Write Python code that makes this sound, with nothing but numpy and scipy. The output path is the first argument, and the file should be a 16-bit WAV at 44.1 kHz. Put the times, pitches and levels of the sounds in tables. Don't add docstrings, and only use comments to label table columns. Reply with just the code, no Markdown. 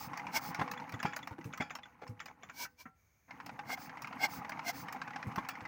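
import sys
import numpy as np
from scipy import signal
from scipy.fft import rfft, irfft
from scipy.io import wavfile
from scipy.ndimage import uniform_filter1d

SR = 44100
rng = np.random.default_rng(int(sys.argv[2]) if len(sys.argv) > 2 else 0)


def wav_out(sig):
    wavfile.write(sys.argv[1], SR, np.round(np.clip(np.atleast_2d(sig).T, -1, 1) * 32767).astype(np.int16))


N = 250047

# peak time in seconds, relative level in dB, rise in seconds, fall in
# seconds, lowest port resonance in Hz, strongest port resonance in Hz, relative hiss in dB.
AIR_PUFFS = [(0.369, -32, 0.023, 0.015, 915, 2186, 1.5), (2.629, -42.5, 0.045, 0.025, 963, 2270, 5.5),
             (2.807, -54.5, 0.017, 0.024, 974, 2344, 3.5), (3.734, -37.5, 0.036, 0.014, 743, 2140, -2.5),
             (4.248, -29, 0.029, 0.015, 799, 2140, -7), (4.693, -35, 0.026, 0.016, 730, 2102, 0.5)]
# time in seconds, relative level in dB, ring in Hz.
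HEAVY_KNOCKS = [(0.594, -25, 935), (0.614, -21.5, 1010), (1.052, -21.5, 823), (1.605, -25, 2130),
                (5.381, -23, 1083)]
# frequency in Hz,
# relative density in dB per Hz.
CLACK_SPECTRUM = [(100, -26), (270, 0), (400, -23), (650, -0.5), (950, 5.5), (2200, 3), (2800, -3),
                  (3400, -14.5), (5500, -13.5), (8000, -29.5), (12000, -48)]
KNOCK_SPECTRUM = [(100, -5), (260, 5.5), (450, -1.5), (800, 10), (2200, -0.5), (3200, -12.5), (6000, -21),
                  (10000, -41), (16000, -51)]
PAWL_SPECTRUM = [(300, -10), (700, 5), (1400, 10.5), (2200, 9), (4300, -16), (6500, -6), (7200, -3),
                 (8000, -65), (14000, -25)]
RUMBLE_SPECTRUM = [(25, -20), (50, -35), (90, -9.5), (160, 4.5), (210, 0), (275, 4), (400, -16.5),
                   (500, -4), (750, -40.5)]
RESTART_S = 3.275


def from_db(db):
    return 10 ** (np.asarray(db) / 20)


def rms_one(x):
    return x / np.sqrt(np.mean(x ** 2) + 1e-20)


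def seconds(count=N):
    return np.arange(count) / SR


def add(track, s, sound):
    at = max(int(s * SR), 0)
    track[at:at + len(sound)] += sound[:N - at]


def colour(x, points, ripple_db=0, size=2048):
    hz, db = np.transpose(points)
    bins_hz = np.linspace(1, SR / 2, size // 2 + 1)
    ripple = np.sqrt(7) * uniform_filter1d(rng.standard_normal(len(bins_hz)), size=7)
    spectrum_db = np.interp(np.log(bins_hz), np.log(hz), db)
    gain = from_db(spectrum_db + ripple_db * np.minimum(ripple, 1))
    cepstrum = irfft(np.log(gain))[:size // 2]
    cepstrum[0] = 0
    response = irfft(np.exp(rfft(2 * cepstrum, size)))
    return signal.oaconvolve(x, response / np.linalg.norm(response))[:len(x)]


def resonate(x, hz, width_hz):
    r = np.exp(-np.pi * width_hz / SR)
    zeros = np.array([1, 0, -1]) * (1 - r * r) / 2
    poles = [1, -2 * r * np.cos(2 * np.pi * hz / SR), r * r]
    return signal.lfilter(zeros, poles, x + 1e-18)


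def pipe_mode(x, hz, width_hz):
    return resonate(resonate(x, hz, width_hz), hz, width_hz)


def ring(hz, t60):
    t = seconds(count=16384)
    return np.sin(2 * np.pi * hz * t) * from_db(-60 * t / t60)


def drift(per_s):
    knots = rng.standard_normal(4096)
    return rms_one(np.interp(seconds() * per_s, np.arange(len(knots)), knots))


def grains(per_s, spread_db):
    sizes = from_db(spread_db * np.minimum(rng.exponential(1, N), 4))
    signs = rng.choice([-1, 1], N)
    return rms_one(sizes * signs * (rng.random(N) < per_s / SR))


def contact(rise_s, t60, tail_db, tail_t60, count=8192):
    t = seconds(count)
    decay = from_db(-60 * t / t60) + from_db(tail_db - 60 * t / tail_t60)
    return (1 - np.exp(-t / rise_s)) * decay * rng.standard_normal(count)


def at_level(sound, db, size=256):
    return sound * from_db(db) / np.sqrt(uniform_filter1d(sound ** 2, size).max())


def blow(spectrum, db, hz, ring_db, ring_t60, rise_s, t60, tail_db):
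    crack = colour(contact(rise_s, t60, tail_db, 0.18), spectrum, ripple_db=4.5)
    onset = 1 - np.exp(-seconds(len(crack)) / 0.001)
    mode = ring(hz, ring_t60)[:len(crack)] * onset
    return at_level(at_level(crack, db) + at_level(mode, db + ring_db), db)


def gear_db():
    # time in seconds, relative level in dB.
    coasting_levels = [(0.0, -47), (0.62, -46.5), (1.16, -55.5), (1.38, -59), (1.63, -56.5), (1.88, -62.5),
                       (2.49, -65), (2.59, -71), (2.7, -69)]
    cranking_levels = [(3.42, -57), (3.49, -55.5), (4.38, -48), (5.67, -50.5)]
    t = seconds()
    coasting = np.interp(t, *np.transpose(coasting_levels))
    cranking = np.interp(t, *np.transpose(cranking_levels))
    return np.where(t < RESTART_S, coasting, cranking)


def moving(halt_s=2.79, halt_fade_s=0.17, take_up_s=0.013):
    t = seconds()
    return np.clip(np.maximum((halt_s - t) / halt_fade_s, (t - RESTART_S) / take_up_s), 0, 1)


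def stalled(width_s=0.039):
    dead_centres_s = [1.365, 1.68, 1.82, 1.97, 2.155, 2.375, 2.73, 2.93]
    dwell = sum(np.exp(-((seconds() - s) / width_s) ** 2) for s in dead_centres_s)
    return np.minimum(dwell, 1)


def open_field(level_db=-73):
    # frequency in Hz, relative density in dB per Hz.
    field_spectrum = [(30, -18.5), (75, -2), (134, -14), (364, -27.5), (1900, -28), (3200, -40),
                      (8000, -45.5)]
    return from_db(level_db) * colour(rng.standard_normal(N), field_spectrum)


def piston(level_db=-76):
    # frequency in Hz, relative density in dB per Hz.
    hiss_spectrum = [(1900, -31), (2300, -15), (2750, -41), (5300, -34), (6550, -20), (7600, -47),
                     (13300, -34), (15000, -28)]
    return from_db(level_db) * (1 - stalled()) * colour(rng.standard_normal(N), hiss_spectrum)


def thud(db, hz, t60, swell_s=0.0048, rustle_db=-6, sag=0.017):
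    t = seconds(count=8192)
    sagging_hz = hz * (1 + sag * (2 * np.exp(-4 * t / t60) - 1))
    phase = 2 * np.pi * np.cumsum(sagging_hz) / SR
    swing = np.sin(phase) * (1 - np.exp(-t / swell_s)) * from_db(-60 * t / t60)
    rustle = colour(contact(0.0023, t60, 9, 0.17), RUMBLE_SPECTRUM)
    return at_level(swing, db) + at_level(rustle, db + rustle_db)


def thuds(level_db=-2.0, lead_s=0.00499, knock_hz=168, knock_db=-12.5, knock_t60=0.022):
    # start in seconds, relative level in dB, nominal pitch in Hz, swings until 60 dB down.
    bed_thuds = [(0.074, -43, 138, 5), (0.487, -40.5, 170, 16), (0.934, -36.5, 115, 8),
                 (1.31, -41.5, 103, 3.5), (1.384, -43, 330, 18), (1.451, -37, 116.6, 13.5),
                 (2.089, -41, 108, 20), (2.855, -48, 243, 11), (4.384, -45.5, 133, 5.5),
                 (4.821, -46, 134, 10), (5.267, -34, 117, 9), (5.614, -46.5, 101, 5.5)]
    out = np.zeros(N)
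    for s, db, hz, swings in bed_thuds:
        add(out, s, thud(db + level_db, hz, swings / hz))
    for s, db, _ in HEAVY_KNOCKS:
        add(out, s - lead_s, thud(db + knock_db, knock_hz, knock_t60))
    return out


def intakes(level_db=3, earlier_puff_s=-0.072, delay_s=0.029, length_s=0.13):
    # frequency in Hz, relative density in dB per Hz.
    intake_spectrum = [(150, 13.5), (400, -37), (800, -26), (2200, -1), (3200, -3.5), (5200, 7), (7700, -2),
                       (9500, -7), (13500, -7.5), (15300, 10.5)]
    t = seconds()
    starts = np.array([earlier_puff_s] + [puff[0] for puff in AIR_PUFFS]) + delay_s
    flow = sum(np.sin(np.pi * np.clip((t - start) / length_s, 0, 1)) for start in starts)
    hiss = colour(rng.standard_normal(N), intake_spectrum, ripple_db=3.0)
    return moving() * from_db(gear_db() + level_db) * flow * hiss


def block(x):
    # mode in Hz, relative gain in dB, t60 in seconds.
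    iron_modes = [(251.6, -13, 0.15), (497, 4.5, 0.67), (828.4, 0.5, 0.56), (976, -15, 0.4),
                  (1158, -17, 0.59), (1464, -1.5, 0.47)]
    out = np.zeros(N)
    for k, (hz, db, t60) in enumerate(iron_modes):
        out += (-1) ** k * from_db(db) * resonate(x, hz, np.log(1000) / (np.pi * t60))
    return out


def clanks(ring_db=-5):
    # start in seconds, relative level in dB, lower mode in Hz, upper mode in Hz, t60 in seconds.
    crank_clanks = [(1.165, -42, 890, 1467, 0.23), (2.651, -45, 809, 1528, 0.15),
                    (2.855, -50, 766, 1354, 0.28)]
    out = np.zeros(N)
    for s, db, low_hz, high_hz, t60 in crank_clanks:
        add(out, s, blow(CLACK_SPECTRUM, db, high_hz, ring_db=-3.0, ring_t60=0.036,
                         rise_s=0.0014, t60=0.084, tail_db=-19))
        modes = ring(high_hz, t60) + .5 * ring(low_hz, t60)
        add(out, s, from_db(db + ring_db) * modes)
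    return signal.sosfilt(signal.butter(4, 2300, fs=SR, output="sos"), out + 1e-18)


def rubs(level_db=-8, slips_per_s=500, ring_db=7):
    # start in seconds, relative level in dB, length in seconds, ring in Hz. The low row at 2.012 s is
    dry_grinds = [(0.814, -33, 0.038, 920), (1.301, -39, 0.046, 890), (1.379, -42, 0.014, 1120),
                  (2.012, -37, 0.039, 470), (2.279, -43.5, 0.045, 970), (3.689, -31, 0.028, 900),
                  (4.944, -33, 0.032, 810)]
    out = np.zeros(N)
    for s, db, length_s, hz in dry_grinds:
        slips = colour(grains(slips_per_s, 2.4), KNOCK_SPECTRUM, ripple_db=5)[:int(length_s * SR)]
        slips = slips + from_db(ring_db) * resonate(slips, hz, hz / 10)
        add(out, s, at_level(slips * signal.windows.tukey(len(slips)), db + level_db))
    return out


def jangles(level_db=-1, t60=0.17, width_hz=110, taps_per_s=600, scrape_db=-4):
    # start in seconds, relative level in dB.
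    handle_jangles = [(1.058, -38), (1.608, -43), (5.491, -44.5)]
    handle_modes_hz = [1365, 1680, 2350, 2350, 3325, 4640, 5160]
    out, t = np.zeros(N), seconds(count=16384)
    for s, db in handle_jangles:
        taps = grains(taps_per_s, 1)[:len(t)] * from_db(-60 * t / t60)
        steel = sum(pipe_mode(taps, hz, width_hz) / hz for hz in handle_modes_hz)
        scrape = rms_one(colour(taps, PAWL_SPECTRUM))
        add(out, s, at_level(rms_one(steel) + from_db(scrape_db) * scrape, db + level_db))
    return out


def snaps(top_db=-5, body_db=-4):
    # time in seconds, relative level in dB, relative body in dB.
    handle_snaps = [(0.174, -41, 3.5), (0.5462, -40, 7), (0.714, -37, 1.5), (0.893, -53, 11),
                    (0.9221, -47, 6), (1.0287, -40.5, 9.5), (1.1635, -34.5, -2.5), (1.273, -46.5, 12),
                    (1.4428, -50, 2.5), (1.5754, -46, 6), (1.7527, -40, 3), (2.0769, -50, -3.5),
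                    (2.258, -45, 1.5), (3.462, -44, 1.5), (4.0198, -42, 2), (4.072, -52, 14),
                    (4.4943, -42.5, 7), (4.8833, -54.5, 19), (4.9256, -40.5, 2), (5.359, -44, 10),
                    (5.4876, -35, 1.5)]
    # frequency in Hz, relative density in dB per Hz.
    edge_spectrum = [(1500, -37), (3500, -5), (5500, 12.5), (7500, -2.5), (9500, -6.5), (13500, -7.5),
                     (15300, 6.5), (16000, 4.5)]
    out = np.zeros(N)
    for s, db, dull_db in handle_snaps:
        edge = colour(contact(0.0015, 0.017, -46, 0.25), edge_spectrum, ripple_db=8.0)
        body = colour(contact(0.00083, 0.02, -7.0, 0.061), CLACK_SPECTRUM, ripple_db=5.5)
        add(out, s - .001, at_level(edge, db + top_db))
        add(out, s, at_level(body, db + dull_db + body_db))
    return out


def pawl(level_db=-8, lip_db=-19, chink_db=2, low_hz=1980, high_hz=3430, lip_lead_s=0.0076):
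    # time in seconds, relative level in dB, ring in Hz, relative chink in dB.
    pawl_clicks = [(0.7746, -40, 2050, -14), (0.9393, -35.5, 1940, -19), (1, -31, 1650, -28),
                   (1.1328, -30, 1660, -27), (1.2278, -43.5, 1860, -8.5), (1.5344, -33, 1280, -36),
                   (1.6204, -33.5, 1290, -16.5), (1.705, -32, 1290, -29), (1.832, -47, 1840, -6.5),
                   (1.8548, -44, 1510, -27), (2.2013, -33.5, 1870, -25), (2.2811, -42, 1350, -29),
                   (2.4322, -39.5, 2200, -25), (2.496, -37, 1410, -35)]
    out = np.zeros(N)
    for s, db, hz, ring_db in pawl_clicks:
        scrape = pipe_mode(contact(0.00071, 0.02, -24, .05), 2300, 1100)
        add(out, s - lip_lead_s, at_level(scrape, db + lip_db))
        add(out, s, blow(PAWL_SPECTRUM, db + level_db, hz, ring_db=-5.0, ring_t60=0.025,
                         rise_s=0.00041, t60=0.043, tail_db=-14.0))
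        tap = contact(0.0003, 0.011, -17, 0.04)
        for mode_hz in (low_hz, high_hz):
            add(out, s, at_level(pipe_mode(tap, mode_hz, 127), db + ring_db + chink_db))
    return out


def puffs(level_db=0, jet_db=-6, low_db=2, low_width_hz=120, main_width_hz=150,
          build=1.62, glide=0.036, main_db=3, damping=0.18):
    # frequency in Hz, width in Hz, relative gain in dB.
    port_modes = [(260, 130, -13), (640, 260, -11), (1550, 110, -2), (2500, 200, -13), (2820, 90, -9),
                  (3320, 170, -13), (4220, 150, -10), (4680, 200, -12), (4990, 160, -11), (5400, 170, -10),
                  (7680, 150, -18)]
    # frequency in Hz, relative density in dB per Hz.
    jet_spectrum = [(2000, -6.5), (3900, -2), (4500, 1.5), (5900, 5), (7500, -6), (9500, -9), (13500, -7.5),
                    (15200, 6.5), (16000, -22.5)]
    out, t = np.zeros(N), seconds()
    jet = rng.standard_normal(N)
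    port = sum(from_db(db) * pipe_mode(jet, hz, width) for hz, width, db in port_modes)
    hiss = colour(rng.standard_normal(N), jet_spectrum)
    for s, db, rise_s, fall_s, low_hz, main_hz, hiss_db in AIR_PUFFS:
        building = np.abs((t - s) / rise_s) ** build
        collapsing = ((t - s) / fall_s) ** 2
        flow = np.exp(-np.where(t < s, building, collapsing))
        loss = from_db(damping * (db - AIR_PUFFS[0][1]))
        warped = t + glide * (t - s) ** 2 / (2 * rise_s)
        low = np.interp(warped, t, pipe_mode(jet, low_hz, low_width_hz * loss))
        main = pipe_mode(jet, main_hz, main_width_hz * loss)
        modes = from_db(low_db - hiss_db / 2) * low + from_db(main_db) * main
        hollow = rms_one(port + modes / loss)
        out += from_db(db + level_db) * flow * (hollow + from_db(jet_db + hiss_db) * hiss)
    return out


def gears(mesh_db=-1, contacts_per_s=48, grain_db=3, cycles=15, wash_db=-6, slack=0.35, count=24,
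          rumble_db=-59, rumble_follows=0.66):
    # frequency in Hz, relative density in dB per Hz.
    mesh_spectrum = [(300, -21.5), (600, -3.5), (820, 12.5), (1100, 8), (1700, 0.5), (2200, 2),
                     (3200, -14.5), (6500, -15.5), (8500, -46)]
    level_db = gear_db()
    rumble = rms_one(colour(grains(1500, 2.8), RUMBLE_SPECTRUM) * from_db(2 * drift(30)))
    grit = np.zeros(N)
    for hz in np.geomspace(550, 3000, count):
        teeth = resonate(grains(contacts_per_s, grain_db), hz, hz / cycles)
        grit += rms_one(teeth) * np.sqrt(hz)
    wash = colour(rng.standard_normal(N), mesh_spectrum) * from_db(2 * drift(50))
    mesh = rms_one(rms_one(colour(grit, mesh_spectrum)) + from_db(wash_db) * wash)
    load = moving() * (1 - slack * stalled())
    rumble_level_db = rumble_db + rumble_follows * (level_db - level_db.mean())
    return load * (rumble * from_db(rumble_level_db) + mesh * from_db(level_db + mesh_db))


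def clatter(clack_db=-8.0, knock_db=-8, bounce_db=-15, bounce_s=0.007, touch_db=-17, touch_lead_s=0.0047):
    # time in seconds, relative level in dB, ring in Hz.
    backlash_clacks = [(0.133, -30.5, 1100), (0.196, -33, 2020), (0.268, -30, 980), (0.678, -29.5, 1076),
                       (0.736, -34, 1040), (0.799, -34.5, 870), (1.19, -37, 856), (1.412, -42.5, 1990),
                       (1.787, -38, 820), (2.067, -40, 1020), (3.308, -36.5, 2110), (3.401, -33.5, 1004),
                       (3.492, -34.5, 790), (3.591, -31.5, 822), (3.775, -37, 740), (3.894, -37, 1630),
                       (3.971, -35, 937), (4.045, -29.5, 2190), (4.127, -34, 995), (4.447, -31, 970),
                       (4.52, -30, 2093), (4.592, -29, 1000), (5.016, -27.5, 1616), (5.076, -33, 1500),
                       (5.106, -36, 1450), (5.134, -38, 1930), (5.16, -28.5, 815), (5.227, -31, 1414),
                       (5.317, -35.5, 1020), (5.449, -35, 1000), (5.554, -34.5, 2100), (5.606, -35.5, 895),
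                       (5.652, -32, 2030)]
    out = np.zeros(N)
    for s, db, hz in backlash_clacks:
        bounce_delay_s = bounce_s * rng.uniform(0.4975, 1)
        for delay_s, level_db in ((0, clack_db), (bounce_delay_s, bounce_db)):
            add(out, s + delay_s, blow(CLACK_SPECTRUM, db + level_db, hz, ring_db=-1.5, ring_t60=0.039,
                                       rise_s=0.00017, t60=0.027, tail_db=-29))
    for s, db, hz in HEAVY_KNOCKS:
        for lead_s, level_db in ((touch_lead_s, touch_db), (0, knock_db)):
            add(out, s - lead_s, blow(KNOCK_SPECTRUM, db + level_db, hz, ring_db=0, ring_t60=0.031,
                                      rise_s=0.0032, t60=0.033, tail_db=-22.5))
    return out


def scene(ring_db=4, air_drive_db=-7):
    iron = clatter() + pawl() + snaps() + gears() + rubs() + jangles()
    air = puffs()
    casting = from_db(ring_db) * block(iron + from_db(air_drive_db) * air)
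    mix = iron + casting + clanks() + thuds() + air + intakes() + piston() + open_field()
    return mix[None]


def record(dry, low_cut_hz=55, cutoff_hz=16000):
    thin = signal.sosfilt(signal.butter(4, low_cut_hz, "high", fs=SR, output="sos"), dry)
    return signal.sosfilt(signal.ellip(10, .3, 80, cutoff_hz, fs=SR, output="sos"), thin)


dry = scene()
out = record(dry)
wav_out(out)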